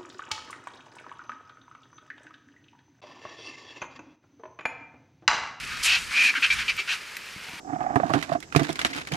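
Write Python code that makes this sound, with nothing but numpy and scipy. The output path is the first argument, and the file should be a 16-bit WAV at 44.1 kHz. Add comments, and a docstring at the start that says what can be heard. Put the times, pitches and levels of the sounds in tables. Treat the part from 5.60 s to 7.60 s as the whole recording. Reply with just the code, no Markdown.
"""Vultures squabble over a carcass on open dry ground, a few metres away.
A faint rasp and two long ones lead into a run of short ones: noise, chopped by irregular flutter,
rings three throat resonances beside a whistling squeal and a broad hiss.
Wings swish as dense click sprays, feet thump and scuff, quills and beaks snap as dying noise bursts.
Behind, coloured noise makes the hissing flock, the breeze, a low drone and puffs on the microphone."""
import sys
import numpy as np
from scipy import signal
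from scipy.fft import rfft, irfft
from scipy.io import wavfile
from scipy.ndimage import uniform_filter1d, map_coordinates

SR = 44100
rng = np.random.default_rng(int(sys.argv[2]) if len(sys.argv) > 2 else 0)


def pcm_store(signal):
    """Save signal as 16-bit PCM."""
    levels = np.round(np.clip(np.atleast_2d(signal), -1, 1) * 32767)
    wavfile.write(sys.argv[1], SR, levels.astype(np.int16).T)


N = 88200
T = np.arange(N) / SR

# Every spectrum below is a relative density: f/Hz, level/dB per Hz.
# puffs of air on the microphone: start t/s, length/s, attack/s, release/s, level/dB
PUFFS = [(-0.03, 0.32, 0.017, 0.089, -48.5), (0.243, 0.285, 0.056, 0.013, -48.5),
         (0.575, 0.13, 0.025, 0.045, -61.5), (0.85, 0.25, 0.087, 0.1, -44.5),
         (1.091, 0.096, 0.012, 0.014, -52)]
# spectrum of the puffs: f/Hz, level/dB per Hz
PUFF_SPECTRUM = [(20, -12), (55, -4.5), (100, -7), (200, -10.5), (400, -38), (1000, -66)]
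# faint low drone far away: t/s, level/dB
DRONE_LEVEL = [(0, -61.5), (.5, -61), (.6, -51.5), (.78, -55.5), (.88, -68), (1.05, -51), (1.15, -78),
               (2, -72)]
DRONE_HZ, DRONE_WIDTH_HZ = 249, 72
# spectrum of the steady breeze: f/Hz, level/dB per Hz
BREEZE_SPECTRUM = [(20, -16), (60, -6.5), (130, -6.5), (210, -5), (300, -8), (420, -4), (620, -9),
                   (1200, -13.5), (4000, -18.5), (15000, -23)]
BREEZE_DB = -52.5
# side-to-middle ratios of the stereo noises
PUFF_WIDTH, FLOCK_WIDTH, BREEZE_WIDTH = 0.85, 0.18, 0.3

# hissing of the flock behind: t/s, level/dB
FLOCK_LEVEL = [(0, -34.5), (.16, -38.5), (.21, -34), (.39, -33), (.46, -40), (.53, -29.5), (.72, -36.5),
               (.8, -36.5), (.89, -32.5), (.97, -31.5), (1.05, -36), (1.14, -38.5), (1.26, -43),
               (1.33, -33), (1.39, -40.5), (1.65, -42), (1.85, -41), (2, -40.5)]
# spectrum of that hissing: f/Hz, level/dB per Hz
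FLOCK_SPECTRUM = [(640, -20.5), (900, -6), (1350, 3), (1650, 5), (1900, 3.5), (2350, 7), (2900, 2.5),
                  (3500, -2.5), (4800, -3), (7000, -10), (10000, -14.5), (15000, -31.5)]
FLOCK_FLICKER_DB, FLOCK_FLICKER_HZ = 1.05, 26.3
# feathers and dry grass; level relative to the flock
CRACKLES_PER_S, CRACKLE_SPREAD_DB, CRACKLE_DB = 100, 6, -20.5

# rasping calls: start t/s, length/s, attack/s, release/s, level/dB, low resonance f/Hz, its level/dB,
# main resonance f/Hz, its width/Hz, upper resonance f/Hz, its level/dB, hiss level/dB, squeal level/dB,
# pitch fall/share; frequencies are before the pitch bend, inner levels relative to the main resonance
RASPS = [ (0.065, 0.13, 0.047, 0.02, -36.5, 1290, 3.5, 1650, 200, 2520, 3, 2, -25, 0),
         (0.245, 0.15, 0.028, 0.039, -21, 1490, -12.5, 2550, 566, 2690, -1, -2, -6, 0.031),
         (0.54, 0.17, 0.045, 0.0053, -20, 1760, -9.5, 2423, 308, 2650, -6, -3.5, 6.5, 0.019),
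         (0.739, 0.0079, 0.003, 0.0064, -23.5, 1170, 1, 1680, 300, 2460, -14, -29, -10, 0.024),
         (0.750, 0.043, 0.0057, 0.019, -23.5, 1505, 5, 2137, 420, 2700, -2, -8.5, 2.5, .1),
         (0.822, 0.0562, 0.006, 0.03, -19, 1480, -4.5, 2400, 444, 2660, -0.5, -11, 0.5, .05),
         (0.901, 0.046, 0.0045, 0.038, -17, 1600, -3, 2335, 260, 3030, -3, 0, 9.5, 0.047),
         (0.984, 0.061, 0.0041, 0.026, -29, 1540, 2, 2208, 360, 2930, 0, -3.5, -4, .02),
         (1.079, 0.048, 0.0066, 0.037, -20.5, 1280, -17, 2296, 320, 2760, -4.5, -7, -3, 0.13),
         (1.176, 0.057, 0.012, 0.034, -26.5, 1280, -8, 2268, 358, 2730, -2.5, -2.5, 0, 0.036),
         (1.275, 0.089, 0.019, 0.034, -26.5, 1513, -1, 2780, 420, 2310, -0.5, 0, -2, 0.039), ]
# spectrum of the hiss in a call: f/Hz, level/dB per Hz
HISS_SPECTRUM = [(700, -12.5), (1100, -7), (2000, 5), (3100, 0), (3650, 0), (4400, 3), (5500, -1),
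                 (7000, -9), (10000, -20), (15000, -31)]
LOW_WIDTH_HZ, UPPER_WIDTH_HZ, THROAT_CUT_HZ = 220, 556, 1105
# median rate of the air puffs, log spread of their spacing, decay of each, constant flow between them
FLUTTER_PER_S, FLUTTER_JITTER, FLUTTER_DECAY_S, STEADY_FLOW = 370, 0.44, 0.0011, 0.64
SQUEAL_JITTER_HZ, SQUEAL_JITTER_RATE_HZ, SQUEAL_SHIMMER_DB = 120.4, 409, 1.5
# the beak is widest just after the middle of a call
OPENING_SKEW, OPENING_PITCH_SHARE, OPENING_HISS_DB = 1.208, 0.045, 3
EVEN_S = 0.006  # breath pressure smooths the flow over this time
ONSET_SHARE = 0.37  # a call bursts out at this share of its full strength
WOBBLE_DB, WOBBLE_HZ = 0.7, 60  # unsteady effort

# wing swishes: start t/s, length/s, attack/s, release/s, level/dB
SWISHES = [(0.227, 0.051, 0.0088, 0.017, -25), (0.253, 0.1, 0.013, 0.074, -34),
           (0.355, 0.17, 0.016, 0.098, -41.5), (0.59, 0.12, 0.056, 0.064, -32),
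           (0.926, 0.028, 0.011, 0.021, -34), (1.31, 0.052, 0.022, 0.01, -42.5)]
# spectrum of brushing feathers, also of the crackle: f/Hz, level/dB per Hz
SWISH_SPECTRUM = [(700, -24), (1500, -10), (2800, 3), (5000, 5.5), (9000, 0.5), (12500, -9.5), (15000, -38)]
BARBS_PER_S, BARB_SPREAD_DB = 7900, 4.5

# soft thumps of feet and wings: t/s, level/dB, f/Hz
THUMPS = [(0.775, -40, 256), (1.195, -49, 390), (1.762, -41, 165), (1.885, -45, 162), (1.935, -40, 206)]
THUMP_DECAY_S, THUMP_Q = 0.017, 3
# feet scuffing the dry ground: start t/s, length/s, attack/s, release/s, level/dB
SCUFFS = [(1.487, 0.089, 0.02, 0.044, -59), (1.812, 0.24, 0.06, 0.05, -54)]
SCUFF_HZ, SCUFF_WIDTH_HZ = 845, 310

# quill and beak snaps: t/s, level/dB, f/Hz
SNAPS = [(0.812, -38, 2200), (1.167, -36, 2400), (1.568, -29, 1900), (1.66, -46, 6000), (1.725, -46, 5000),
         (1.893, -41, 2200)]
# spectrum of the broad crack in a snap: f/Hz, level/dB per Hz
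CRACK_SPECTRUM = [(900, -11), (2500, 8), (9000, 1), (15000, 1)]
SNAP_DECAY_S, SNAP_Q, SNAP_CRACK_DB = 0.0024, 2.2, 1  # crack level relative to the tick

# sound thrown back by bodies, ground and scrub
SCATTER_DB, SCATTER_T60_S, SCATTER_WIDTH = -6, 0.095, 0.32
BIRD_PAN_DB = 0.06  # left up, right down by this much
CUTOFF_HZ = 14900


def from_db(db):
    """Decibels to gain."""
    return 10 ** (np.asarray(db) / 20)


def rms_one(x):
    """Scale to unit power."""
    return x / np.sqrt(np.mean(x ** 2) + 1e-20)


def level(rows):
    """Gain along a curve of t/s, level/dB."""
    return from_db(np.interp(T, *np.transpose(rows)))


def colour(x, spectrum):
    """Give a signal a broad spectrum, rolled off below its first point; rms 1."""
    hz, db = np.transpose(spectrum)
    f = np.maximum(np.fft.rfftfreq(N, 1 / SR), 1)
    below = np.minimum(f / hz[0], 1) ** 2
    gain = from_db(np.interp(np.log(f), np.log(hz), db))
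    return rms_one(irfft(rfft(x) * below * gain, N))


def resonate(x, hz, width_hz):
    """Ring a steep-sided resonance made of two equal sections; rms 1."""
    r = np.exp(-np.pi * width_hz * np.sqrt(2) / SR)
    section = [1 - r, 0, r - 1, 1, -2 * r * np.cos(2 * np.pi * hz / SR), r * r]
    return rms_one(signal.sosfilt([section, section], x))


def swell(start, length, attack, release):
    """Attack, hold, release."""
    rise = (T - start) / attack
    fall = (start + length - T) / release
    return np.clip(np.minimum(rise, fall), 0, 1)


def swells(rows):
    """Summed gain of all the swells in a table."""
    return sum(from_db(db) * swell(*shape) for *shape, db in rows)


def drift(rate_hz):
    """Random wander with spread 1, weakening above the given rate."""
    f = np.fft.rfftfreq(N, 1 / SR)
    return rms_one(irfft(rfft(rng.standard_normal(N)) / (1 + (f / rate_hz) ** 2), N))


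def wide_noise(width):
    """Stereo noise with a given ratio of side to middle."""
    mid, side = rng.standard_normal((2, N))
    return mid + width * side * np.array([[1], [-1]])


def grains(per_s, spread_db):
    """Random clicks of uneven size and either sign."""
    hits = rng.random(N) < per_s / SR
    size = from_db(spread_db * np.minimum(rng.exponential(1, N), 4))
    return hits * size * rng.choice([-1, 1], N)


def burst(start, decay_s):
    """Instant onset, exponential decay."""
    return (T >= start) * np.exp(-np.abs(T - start) / decay_s)


def knocks(rows, decay_s, q):
    """Each contact is a dying noise burst around its own pitch."""
    out = np.zeros(N)
    for start, db, hz in rows:
        ring = resonate(rng.standard_normal(N), hz, hz / q)
        out += from_db(db) * burst(start, decay_s) * ring
    return out


def wind():
    """Moving air: a steady breeze and puffs on the microphone as coloured noise, with a far resonant drone."""
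    puffs = swells(PUFFS) * colour(wide_noise(PUFF_WIDTH), PUFF_SPECTRUM)
    drone = level(DRONE_LEVEL) * resonate(rng.standard_normal(N), DRONE_HZ, DRONE_WIDTH_HZ)
    breeze = from_db(BREEZE_DB) * colour(wide_noise(BREEZE_WIDTH), BREEZE_SPECTRUM)
    return puffs + drone + breeze


def flock():
    """The other birds hiss with a flicker; crackling clicks of feathers and grass share their level curve."""
    flicker = from_db(FLOCK_FLICKER_DB * drift(FLOCK_FLICKER_HZ))
    hiss = colour(wide_noise(FLOCK_WIDTH), FLOCK_SPECTRUM) * flicker
    crackle = from_db(CRACKLE_DB) * colour(grains(CRACKLES_PER_S, CRACKLE_SPREAD_DB), SWISH_SPECTRUM)
    return level(FLOCK_LEVEL) * (hiss + crackle)


def flutter():
    """Gain of the breath: irregular puffs, each dying away, over a constant flow."""
    gaps = np.exp(FLUTTER_JITTER * rng.standard_normal(N // 20)) / FLUTTER_PER_S
    starts = np.cumsum(gaps)
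    starts -= starts[0]
    latest = np.searchsorted(starts, T, side="right") - 1
    return STEADY_FLOW + np.exp(-(T - starts[latest]) / FLUTTER_DECAY_S)


def squeal(hz):
    """A membrane whistles at the throat's main resonance, shaken in pitch and level by turbulence; rms 1."""
    pitch = hz + SQUEAL_JITTER_HZ * drift(SQUEAL_JITTER_RATE_HZ)
    shimmer = from_db(SQUEAL_SHIMMER_DB * drift(SQUEAL_JITTER_RATE_HZ))
    return rms_one(np.sin(2 * np.pi * np.cumsum(pitch) / SR) * shimmer)


def effort(start, length, attack, release):
    """A call bursts out, swells, wobbles and dies away."""
    rise = np.clip(ONSET_SHARE + (1 - ONSET_SHARE) * (T - start) / attack, 0, 1) * (T >= start)
    fall = np.clip((start + length - T) / release, 0, 1)
    return rise * fall * from_db(WOBBLE_DB * drift(WOBBLE_HZ))


def rasps():
    """Fluttering breath rings three throat resonances; pitch and hiss rise and sink with the beak."""
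    out = np.zeros(N)
    throat_cut = signal.butter(3, THROAT_CUT_HZ, "high", fs=SR, output="sos")
    for (start, length, attack, release, db, low_hz, low_db, main_hz, width_hz,
         upper_hz, upper_db, hiss_db, squeal_db, fall) in RASPS:
        air = rng.standard_normal((4, N)) * flutter()
        progress = np.clip((T - start) / length, 0, 1)
        opening = np.sin(np.pi * progress ** OPENING_SKEW) - 2 / np.pi

        throat = resonate(air[0], main_hz, width_hz)
        throat += from_db(low_db) * resonate(air[1], low_hz, LOW_WIDTH_HZ)
        throat += from_db(upper_db) * resonate(air[2], upper_hz, UPPER_WIDTH_HZ)
        throat += from_db(squeal_db) * squeal(main_hz)
        # bend the pitch by reading the throat sound at a varying speed
        speed = 1 + OPENING_PITCH_SHARE * opening - fall * (progress - 0.5)
        throat = map_coordinates(throat, [np.cumsum(speed)], order=3, mode="wrap")
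        throat = signal.sosfilt(throat_cut, throat)

        hiss = from_db(hiss_db + OPENING_HISS_DB * opening) * colour(air[3], HISS_SPECTRUM)
        call = throat + hiss
        call = call / np.sqrt(uniform_filter1d(call ** 2, int(EVEN_S * SR)) + 1e-9)
        out += from_db(db) * effort(start, length, attack, release) * call
    return out


def wings():
    """Stiff feathers brush past each other in a dense spray of tiny clicks."""
    return swells(SWISHES) * colour(grains(BARBS_PER_S, BARB_SPREAD_DB), SWISH_SPECTRUM)


def feet():
    """Soft low thumps of feet and wings, and feet dragged through dust as resonant noise."""
    dust = resonate(rng.standard_normal(N), SCUFF_HZ, SCUFF_WIDTH_HZ)
    return knocks(THUMPS, THUMP_DECAY_S, THUMP_Q) + swells(SCUFFS) * dust


def snaps():
    """Quills and beaks snap: a pitched tick with a broad crack, both dying at the same rate."""
    crack = sum(from_db(db + SNAP_CRACK_DB) * burst(start, SNAP_DECAY_S) for start, db, _ in SNAPS)
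    ticks = knocks(SNAPS, SNAP_DECAY_S, SNAP_Q)
    return ticks + crack * colour(rng.standard_normal(N), CRACK_SPECTRUM)


def scatter(x):
    """Bodies, ground and scrub throw back a short tail of decaying stereo noise."""
    tail = wide_noise(SCATTER_WIDTH) * from_db(-60 * T / SCATTER_T60_S)
    tail = tail / np.sqrt(np.sum(tail ** 2, axis=1, keepdims=True))
    return from_db(SCATTER_DB) * signal.fftconvolve(x[None], tail, axes=1)[:, :N]


def scene():
    """The near birds, almost straight ahead, with flock and wind around them."""
    near = rasps() + wings() + feet() + snaps()
    panned = near * from_db([[BIRD_PAN_DB], [-BIRD_PAN_DB]])
    return panned + scatter(near) + flock() + wind()


def record(dry):
    """The top is cut steeply."""
    return signal.sosfilt(signal.ellip(10, 0.1, 90, CUTOFF_HZ, fs=SR, output="sos"), dry)


dry = scene()
out = record(dry)
pcm_store(out)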